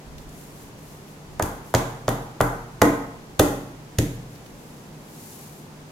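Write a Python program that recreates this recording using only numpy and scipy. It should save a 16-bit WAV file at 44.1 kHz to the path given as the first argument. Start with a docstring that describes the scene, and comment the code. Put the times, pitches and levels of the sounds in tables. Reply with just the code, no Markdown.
"""A round tin full of batter is knocked seven times on a table in a hard-walled kitchen.
In the first six knocks the rim lands first with a short damped ring (fading sine waves struck by a
brief force); the seventh is a flat slap. Slaps squeeze out air (a puff of shaped noise and a slow push).
Table and room boom on (slowly dying low tones and noise tails), over room noise, a deep handling rumble,
a faint hum, small ticks (short snaps) and the swish of sleeves (noise that swells and fades)."""
import sys
import numpy as np
from scipy import signal
from scipy.fft import rfft
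from scipy.io import wavfile
from scipy.ndimage import uniform_filter1d

SR = 44100
rng = np.random.default_rng(int(sys.argv[2]) if len(sys.argv) > 2 else 0)


def write(x):
    x = np.atleast_2d(x).T
    wavfile.write(sys.argv[1], SR, np.round(np.clip(x, -1, 1) * 32767).astype(np.int16))


N = 260631  # length of the scene in samples


def gain_of(db):
    """Turn decibels into a factor for the wave."""
    return 10 ** (np.asarray(db) / 20)


def evened(x):
    """Scale a sound to an average (rms) strength of 1."""
    return x / np.sqrt(np.mean(x ** 2) + 1e-20)


def read(points, hz):
    """Read a curve between its points, on a pitch-like (logarithmic) frequency scale."""
    f, value = np.transpose(points)
    return np.interp(np.log(hz + 1), np.log(f + 1), value)


def add(mix, s, sound):
    """Lay a sound into the mix, starting at s seconds."""
    part = mix[..., round(s * SR):][..., :sound.shape[-1]]
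    part += sound[..., :part.shape[-1]]


def causal(db):
    """Make a filter that reacts as early as it can (minimum phase) from gains in dB on 1025 bins."""
    log_gain = np.log(gain_of(np.maximum(db, -100)))
    full = np.concatenate([log_gain, log_gain[-2:0:-1]])
    spectrum = np.exp(np.conj(signal.hilbert(full)))
    return np.fft.ifft(spectrum).real[:1024]


# How alike left and right are in sound that comes from all around.
# Each row: frequency in Hz, likeness from -1 (opposite) to 1 (identical).
LIKENESS = [(60, 0.81), (130, 1), (290, 0.86), (640, 0.59), (1410, -0.11), (3100, -0.037), (6820, 0.071),
            (15000, 0.62)]


def pair(shape):
    """Two channels of noise from all around; shape(hz, s) gives its level in dB at each pitch and time."""
    frames, hz = N // 256 + 5, np.fft.rfftfreq(1024, 1 / SR)
    a, b, c, d = rng.standard_normal((frames, 513, 4)).T
    same = np.clip(read(LIKENESS, hz), -1, 1)[:, None]
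    left = a + 1j * b
    right = same * left + np.sqrt(1 - same ** 2) * (c + 1j * d)
    level = gain_of(shape(hz[:, None], np.arange(frames) * 256 / SR))
    return signal.istft(np.array([left, right]) * level, nperseg=1024, noverlap=768)[1][:, :N]


# Colour of the room noise. Each row: frequency in Hz, relative level in dB per Hz.
AIR_COLOUR = [(40, -7), (65, -32), (92, -30), (125, 2), (160, -2), (200, 1.5), (300, -3), (452, -5),
              (520, -8.5), (958, -10.5), (1330, -15.5), (3830, -23), (6720, -24.5), (11800, -35),
              (16400, -44)]
# How the deep handling rumble rises and falls. Each row: time in seconds, level in dB.
RUMBLE_LEVEL = [(0, -63), (0.08, -40.5), (0.3, -45), (0.42, -48), (1.2, -53.5), (1.35, -44), (1.6, -51),
                (4.4, -51), (5.3, -59), (5.9, -54)]
AIR_DB = -44
HUM_HZ, HUM_WIDTH_HZ, HUM_DB = 151, 5.9, -50.5


def air():
    """Steady noise fills the room, with a wavering hum and a lumpy deep handling rumble."""
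    bed = pair(lambda hz, s: read(AIR_COLOUR, hz) + 0 * s)

    # slow random drift makes the hum waver; a wider hum drifts faster
    r = np.exp(-np.pi * HUM_WIDTH_HZ / SR)
    drift = evened(signal.lfilter([1 - r], [1, -r], rng.standard_normal((2, N))))
    waver = 5.1 + drift.T @ [1, 1j]
    hum = (waver * np.exp(2j * np.pi * HUM_HZ * np.arange(N) / SR)).real

    rumble = evened(pair(lambda hz, s: -12 * (hz / 55) ** 2 + 0 * s))
    level = gain_of(np.interp(np.arange(N) / SR, *np.transpose(RUMBLE_LEVEL)))
    # each side also gets a fainter time-reversed copy of itself, flipped on the right
    reversed_copy = 0.28 * rumble[:, ::-1] * [[1], [-1]]
    return gain_of(AIR_DB) * evened(bed) + gain_of(HUM_DB) * evened(hum) + level * (rumble + reversed_copy)


# Colour of the cloth hiss. Each row: frequency in Hz, relative level in dB per Hz.
CLOTH_COLOUR = [(1470, -5), (2500, -2), (3240, -2.5), (7010, 5.5), (12400, 2), (15600, -7), (16000, -9),
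                (16400, -17)]
# Sleeves brush as the arms move. Each row: middle in seconds, length in seconds, peak level in dB.
SLEEVE_SWISHES = [(0.214, .12, -62), (0.41, 0.47, -54.5), (0.61, 0.36, -55), (0.908, 0.51, -57.5),
                  (1.12, .2, -62), (1.337, .08, -66), (1.687, 0.17, -54.5), (4.344, 0.3, -63.5),
                  (4.685, 1, -62), (5.324, 1, -48.5), (5.58, .2, -62)]
SWISH_POINTED = 3.9  # power of each arch: higher is more pointed
CLOTH_REST_DB = -66.5  # faint rustle under and between the swishes


def rustle():
    """Rubbing cloth makes a slightly grainy hiss that swells and fades with each movement of the arms."""
    grain = gain_of(0.83 * evened(uniform_filter1d(rng.standard_normal(N), 300)))
    t = np.arange(N) / SR
    level = gain_of(CLOTH_REST_DB)
    for middle, length, db in SLEEVE_SWISHES:
        arch = abs(np.cos(np.pi * np.clip((t - middle) / length, -.5, .5)))
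        level = level + gain_of(db) * arch ** SWISH_POINTED
    hiss = pair(lambda hz, s: read(CLOTH_COLOUR, hz) + 0 * s)
    return level * evened(grain * hiss)


# Small ticks of fingers and bangles. Each row: start in seconds, relative level in dB, pitch in Hz.
SMALL_TICKS = [(0.181, -39.5, 3610), (0.2894, -45, 6860), (1.0807, -49, 2690), (4.353, -42.5, 3480),
               (4.4608, -42.5, 3160), (4.588, -49, 7560), (5.084, -51, 2640)]


def ticks():
    """Each tick is a brief broad snap around its pitch: a tone roughened by noise, dying quickly."""
    out, t = np.zeros((2, N)), np.arange(400) / SR
    noises = rng.standard_normal((len(SMALL_TICKS), 2, 400))
    for (s, db, hz), noise in zip(SMALL_TICKS, noises):
        snap = np.sin(2 * np.pi * hz * t) * uniform_filter1d(noise, 8) * 2 + 0.17 * noise
        add(out, s, gain_of(db - 60 * t / 0.097) * snap)  # would fall 60 dB in 0.097 s
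    return out


# Air squeezed from under the tin. Each row: start in seconds, puff level in dB (rms before it is shaped
# in time), puff length in ms, relative push level in dB, length of one push cycle in ms,
# mid-treble boost of the puff in dB.
AIR_SLAPS = [(1.394, -34, 6.2, -29, 7.6, 2), (1.4225, -23, 6.4, -19, 10.5, -4),
             (1.74, -20.5, 1.5, -41, 4.4, -4), (1.7472, -16, 5.5, -12, 8.8, 6),
             (2.0795, -21.5, 3.9, -20, 11.4, 14), (2.0879, -26.5, 7.1, -16, 8.5, -7),
             (2.4041, -29.5, 2.42, -18.5, 9.7, 1), (2.4097, -22.5, 6, -12.5, 9.2, -4.5),
             (2.8161, -15.5, 7.2, -13.5, 9.9, 0), (3.393, -14.5, 9.1, -12.5, 9.9, -0.5),
             (3.9842, -20, 7.8, -10.5, 9.6, 1.5)]
# Colour of the puff. Each row: frequency in Hz, relative level in dB per Hz.
PUFF_COLOUR = [(900, -21), (1700, -3.5), (2750, -8), (3350, -4.5), (3600, -4), (4000, -8), (4700, -7.5),
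               (5500, -9), (6600, -1.5), (8140, -8), (11400, -10), (15300, -19.5), (16400, -35)]
LEAD_MS = 3  # a faint hiss leads in before each puff


def slaps():
    """The closing gap hisses out a puff, also sent to the walls, and pumps air in a slow fading cycle."""
    puffs, spread, pushes = np.zeros((2, N)), np.zeros(N), np.zeros(N)
    hz = np.fft.rfftfreq(2048, 1 / SR)
    noises = rng.standard_normal((len(AIR_SLAPS), 3, 1000))
    for (s, db, ms, push_db, push_ms, tilt_db), noise in zip(AIR_SLAPS, noises):
        boost = tilt_db * np.exp(-np.log(hz / 3500 + 1e-3) ** 2)
        colour = causal(read(PUFF_COLOUR, hz) + boost)
        shared_and_own = 1.04 * noise[0] + 0.48 * noise[1:]  # partly alike on left and right
        hiss = signal.oaconvolve(shared_and_own, colour[None])[:, :1000]

        u = (np.arange(1000) / SR * 1000 - LEAD_MS) / max(ms, 1)  # 0 to 1 during the puff
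        swell = np.sin(np.pi * np.clip(u, 0, 1) ** 0.81) ** 1.76
        lead_in = 0.079 * (u < .5) * np.exp(5.3 * np.minimum(u, 0))
        puff = gain_of(db) * evened(hiss) * (swell + lead_in)
        add(puffs, s - LEAD_MS / 1000, puff)

        # the walls get the puff's energy as one coloured click at its middle
        add(spread, s + ms / 2000, colour * np.linalg.norm(puff[0]) / np.linalg.norm(colour))

        v = np.arange(1500) / SR * 1000 / max(push_ms, 2)  # counts push cycles
        push = np.sin(2 * np.pi * v) * v * np.exp(1 - 2.23 * v) * 2
        add(pushes, s, -gain_of(push_db) * push)
    return puffs, spread, pushes


# Tones (modes) of the tin, damped by batter, before each blow's pitch factor.
# Each row: frequency in Hz, relative level in dB, time to fall 60 dB in seconds.
TIN_MODES = [(432, -26.5, 0.11), (661, -1, 0.031), (800, 2, 0.015), (909, -0.5, 0.016), (1136, -4.5, 0.022),
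             (1392, -2, 0.024), (1666, -19, 0.045), (1922, -11.5, 0.028), (2270, -24, 0.027),
             (2550, -24.5, 0.0093)]
# The rim strikes the table first in six knocks. Each row: start in seconds, peak level in dB,
# pitch factor of the loaded tin, brightness in dB per octave.
RIM_BLOWS = [(1.3985, -8, 1.086, 3), (1.741, -4.5, 1.07, 4), (2.0822, -7, 0.962, 1.5),
             (2.4066, -2.5, 1.01, 6.5), (2.8170, -3, 1.043, 25), (3.3958, -5.5, 1.09, 10)]
# The base lands lower in pitch, sometimes softer and sometimes louder, swinging the other way.
# Each row: start in seconds, peak level in dB, pitch factor, brightness in dB per octave,
# contact time in ms (about half the full length of the force).
BASE_BLOWS = [(1.4088, -21, 0.56, -2, 0.24), (1.428, -19.5, 0.7, -4, 1.35), (1.7507, -10, 0.88, 1, 0.48),
              (2.8218, 1.25, 0.61, 4.5, 0.36), (3.3995, -0.9, 0.74, -2, 0.77),
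              (3.9903, -13, 0.41, -14, 0.35)]
RIM_CONTACT_MS = 0.27  # also about half the full length of the force
RADIATES_ABOVE_HZ = 300  # a small tin couples poorly to the air in the bass


def rim():
    """Short smooth forces on rim and base ring the damped tin; the walls get its energy, modes blurred."""
    out, spread, t = np.zeros(N), np.zeros(N), np.arange(2048) / SR
    hz, mode_db, t60 = np.transpose(TIN_MODES)[:, :, None]
    bass_cut = signal.butter(2, RADIATES_ABOVE_HZ, "high", fs=SR)
    blows = [(*row, RIM_CONTACT_MS, -1) for row in RIM_BLOWS] + [(*row, 1) for row in BASE_BLOWS]
    for s, db, pitch, bright_db, ms, swing in blows:
        force = swing * np.hanning(int(max(ms, .05) * SR / 500) + 3)
        fading = gain_of(mode_db + bright_db * np.log2(hz / 640) - 60 * t / t60)
        modes = fading * np.sin(2 * np.pi * hz * pitch * t)
        blow = signal.lfilter(*bass_cut, np.convolve(modes.sum(0), force)[:2048])
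        blow *= gain_of(db) / abs(blow).max()
        add(out, s, blow)
        power = uniform_filter1d(abs(rfft(blow)) ** 2, size=19)  # blur neighbouring frequencies
        add(spread, s, swing * causal(10 * np.log10(power + 1e-12)))
    return out, spread


# First reflections. Each row: delay in ms (a tiny random extra is added on each side), level in dB.
FIRST_ECHOES = [(1.6, -11.5), (3.3, -40), (4.8, -31), (9.3, -16.5), (11.2, -23), (13.5, -22), (19, -28),
                (35, -18)]


def echoes(x):
    """Table and walls send back a few first reflections, each a delayed quieter copy."""
    taps = np.zeros((2, 2400))
    for ms, db in FIRST_ECHOES:
        delay = int(ms * SR / 1000) + rng.integers(0, 12, 2)
        taps[[0, 1], delay] += gain_of(db)
    return signal.oaconvolve(x, taps, axes=1)[:, :N]


# How long the kitchen rings. Each row: frequency in Hz, time to fall 60 dB in seconds.
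KITCHEN_DECAY = [(60, 0.28), (160, 0.66), (420, 0.58), (1100, 0.7), (2910, 0.62), (7680, 0.53)]
# Colour of the kitchen's tail. Each row: frequency in Hz, relative level in dB.
KITCHEN_COLOUR = [(60, -31), (200, 4), (500, -5), (1000, -0.5), (2000, -2), (4000, -6), (8000, -5.5),
                  (15000, -3.5)]


def kitchen(x):
    """Each band dies at its own speed; three noise tails blend in turn, so the knocks' tails vary."""
    out, turn = np.zeros((2, N)), np.arange(N) / SR * np.pi / 1.05
    for k in range(3):
        tail = pair(lambda hz, s: read(KITCHEN_COLOUR, hz) - 60 * s / read(KITCHEN_DECAY, hz))[:, :SR]
        tail *= np.clip(np.arange(SR) / SR / 0.0018, 0, 1)  # fades in over 1.8 ms
        share = np.sqrt(2 / 3) * np.cos(turn + k * np.pi / 3)
        out += signal.fftconvolve((x * share)[None], tail / np.linalg.norm(tail[0]), axes=1)[:, :N]
    return gain_of(-2.5) * out


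# Low tones (modes) of table and room. Each row: frequency in Hz, relative level in dB,
# time to fall 60 dB in seconds, build-up time in seconds.
BOOM_MODES = [(36.5, -15, 0.74, 0.0067), (85, -21.5, 0.28, 0.023), (121.6, -24, 0.95, 0.0057),
              (174.5, -24.5, 0.26, 0.016), (217, -12, 0.29, 0.005), (280.6, -4, 0.63, 0.0045),
              (297.9, 4, 0.3, 0.011), (374.7, -18.5, 0.66, 0.0061), (451, -15.5, 0.67, 0.038),
              (465.7, -12.5, 0.72, 0.0023)]


def boom(x):
    """Low modes of table and room swell for a moment and die slowly."""
    t = np.arange(SR) / SR
    modes = np.zeros(SR)
    for hz, db, t60, rise in BOOM_MODES:
        build_up = 1 - np.exp(-t / max(rise, .001))
        modes += gain_of(db - 60 * t / t60) * build_up * np.sin(2 * np.pi * hz * t)
    return gain_of(-36) * signal.fftconvolve(x, modes)[:N]


def scene():
    """Add the direct sounds, what table and room make of them, and the background."""
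    ring, walls = rim()
    puffs, spread, pushes = slaps()
    ring_pair = ring * gain_of([[-1.1], [1.1]])  # a little louder on the right
    direct = ring_pair + puffs + pushes + ticks()
    room = echoes(direct) + kitchen(walls + spread + pushes) + boom(pushes + 0.37 * walls)
    return direct + room + air() + rustle()


# The two microphone ports resonate differently. Each row: frequency in Hz, left minus right in dB.
PORT_DIFFERENCE = [(60, 0.1), (700, -0.45), (2400, 0.1), (4970, -0.9), (6500, -3.5), (7600, -4),
                   (9000, 3.5), (10400, 11.5), (15000, 16)]
EDGE_HZ = 16300  # nothing much passes above this


def record(dry):
    """The ports colour each side, the bass rolls off, overload clips at full scale and the top is cut."""
    half_db = read(PORT_DIFFERENCE, np.fft.rfftfreq(2048, 1 / SR)) / 2
    ports = np.array([causal(half_db), causal(-half_db)])
    coloured = signal.oaconvolve(dry, ports, axes=1)[:, :N]
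    coloured = signal.lfilter(*signal.butter(2, 28., "high", fs=SR), coloured)
    clipped = np.clip(coloured, -1, 1)
    top_cut = signal.firwin(511, EDGE_HZ, window=("kaiser", 9), fs=SR)
    return signal.oaconvolve(clipped, top_cut[None], "same", axes=1)


dry = scene()
out = record(dry)
write(out)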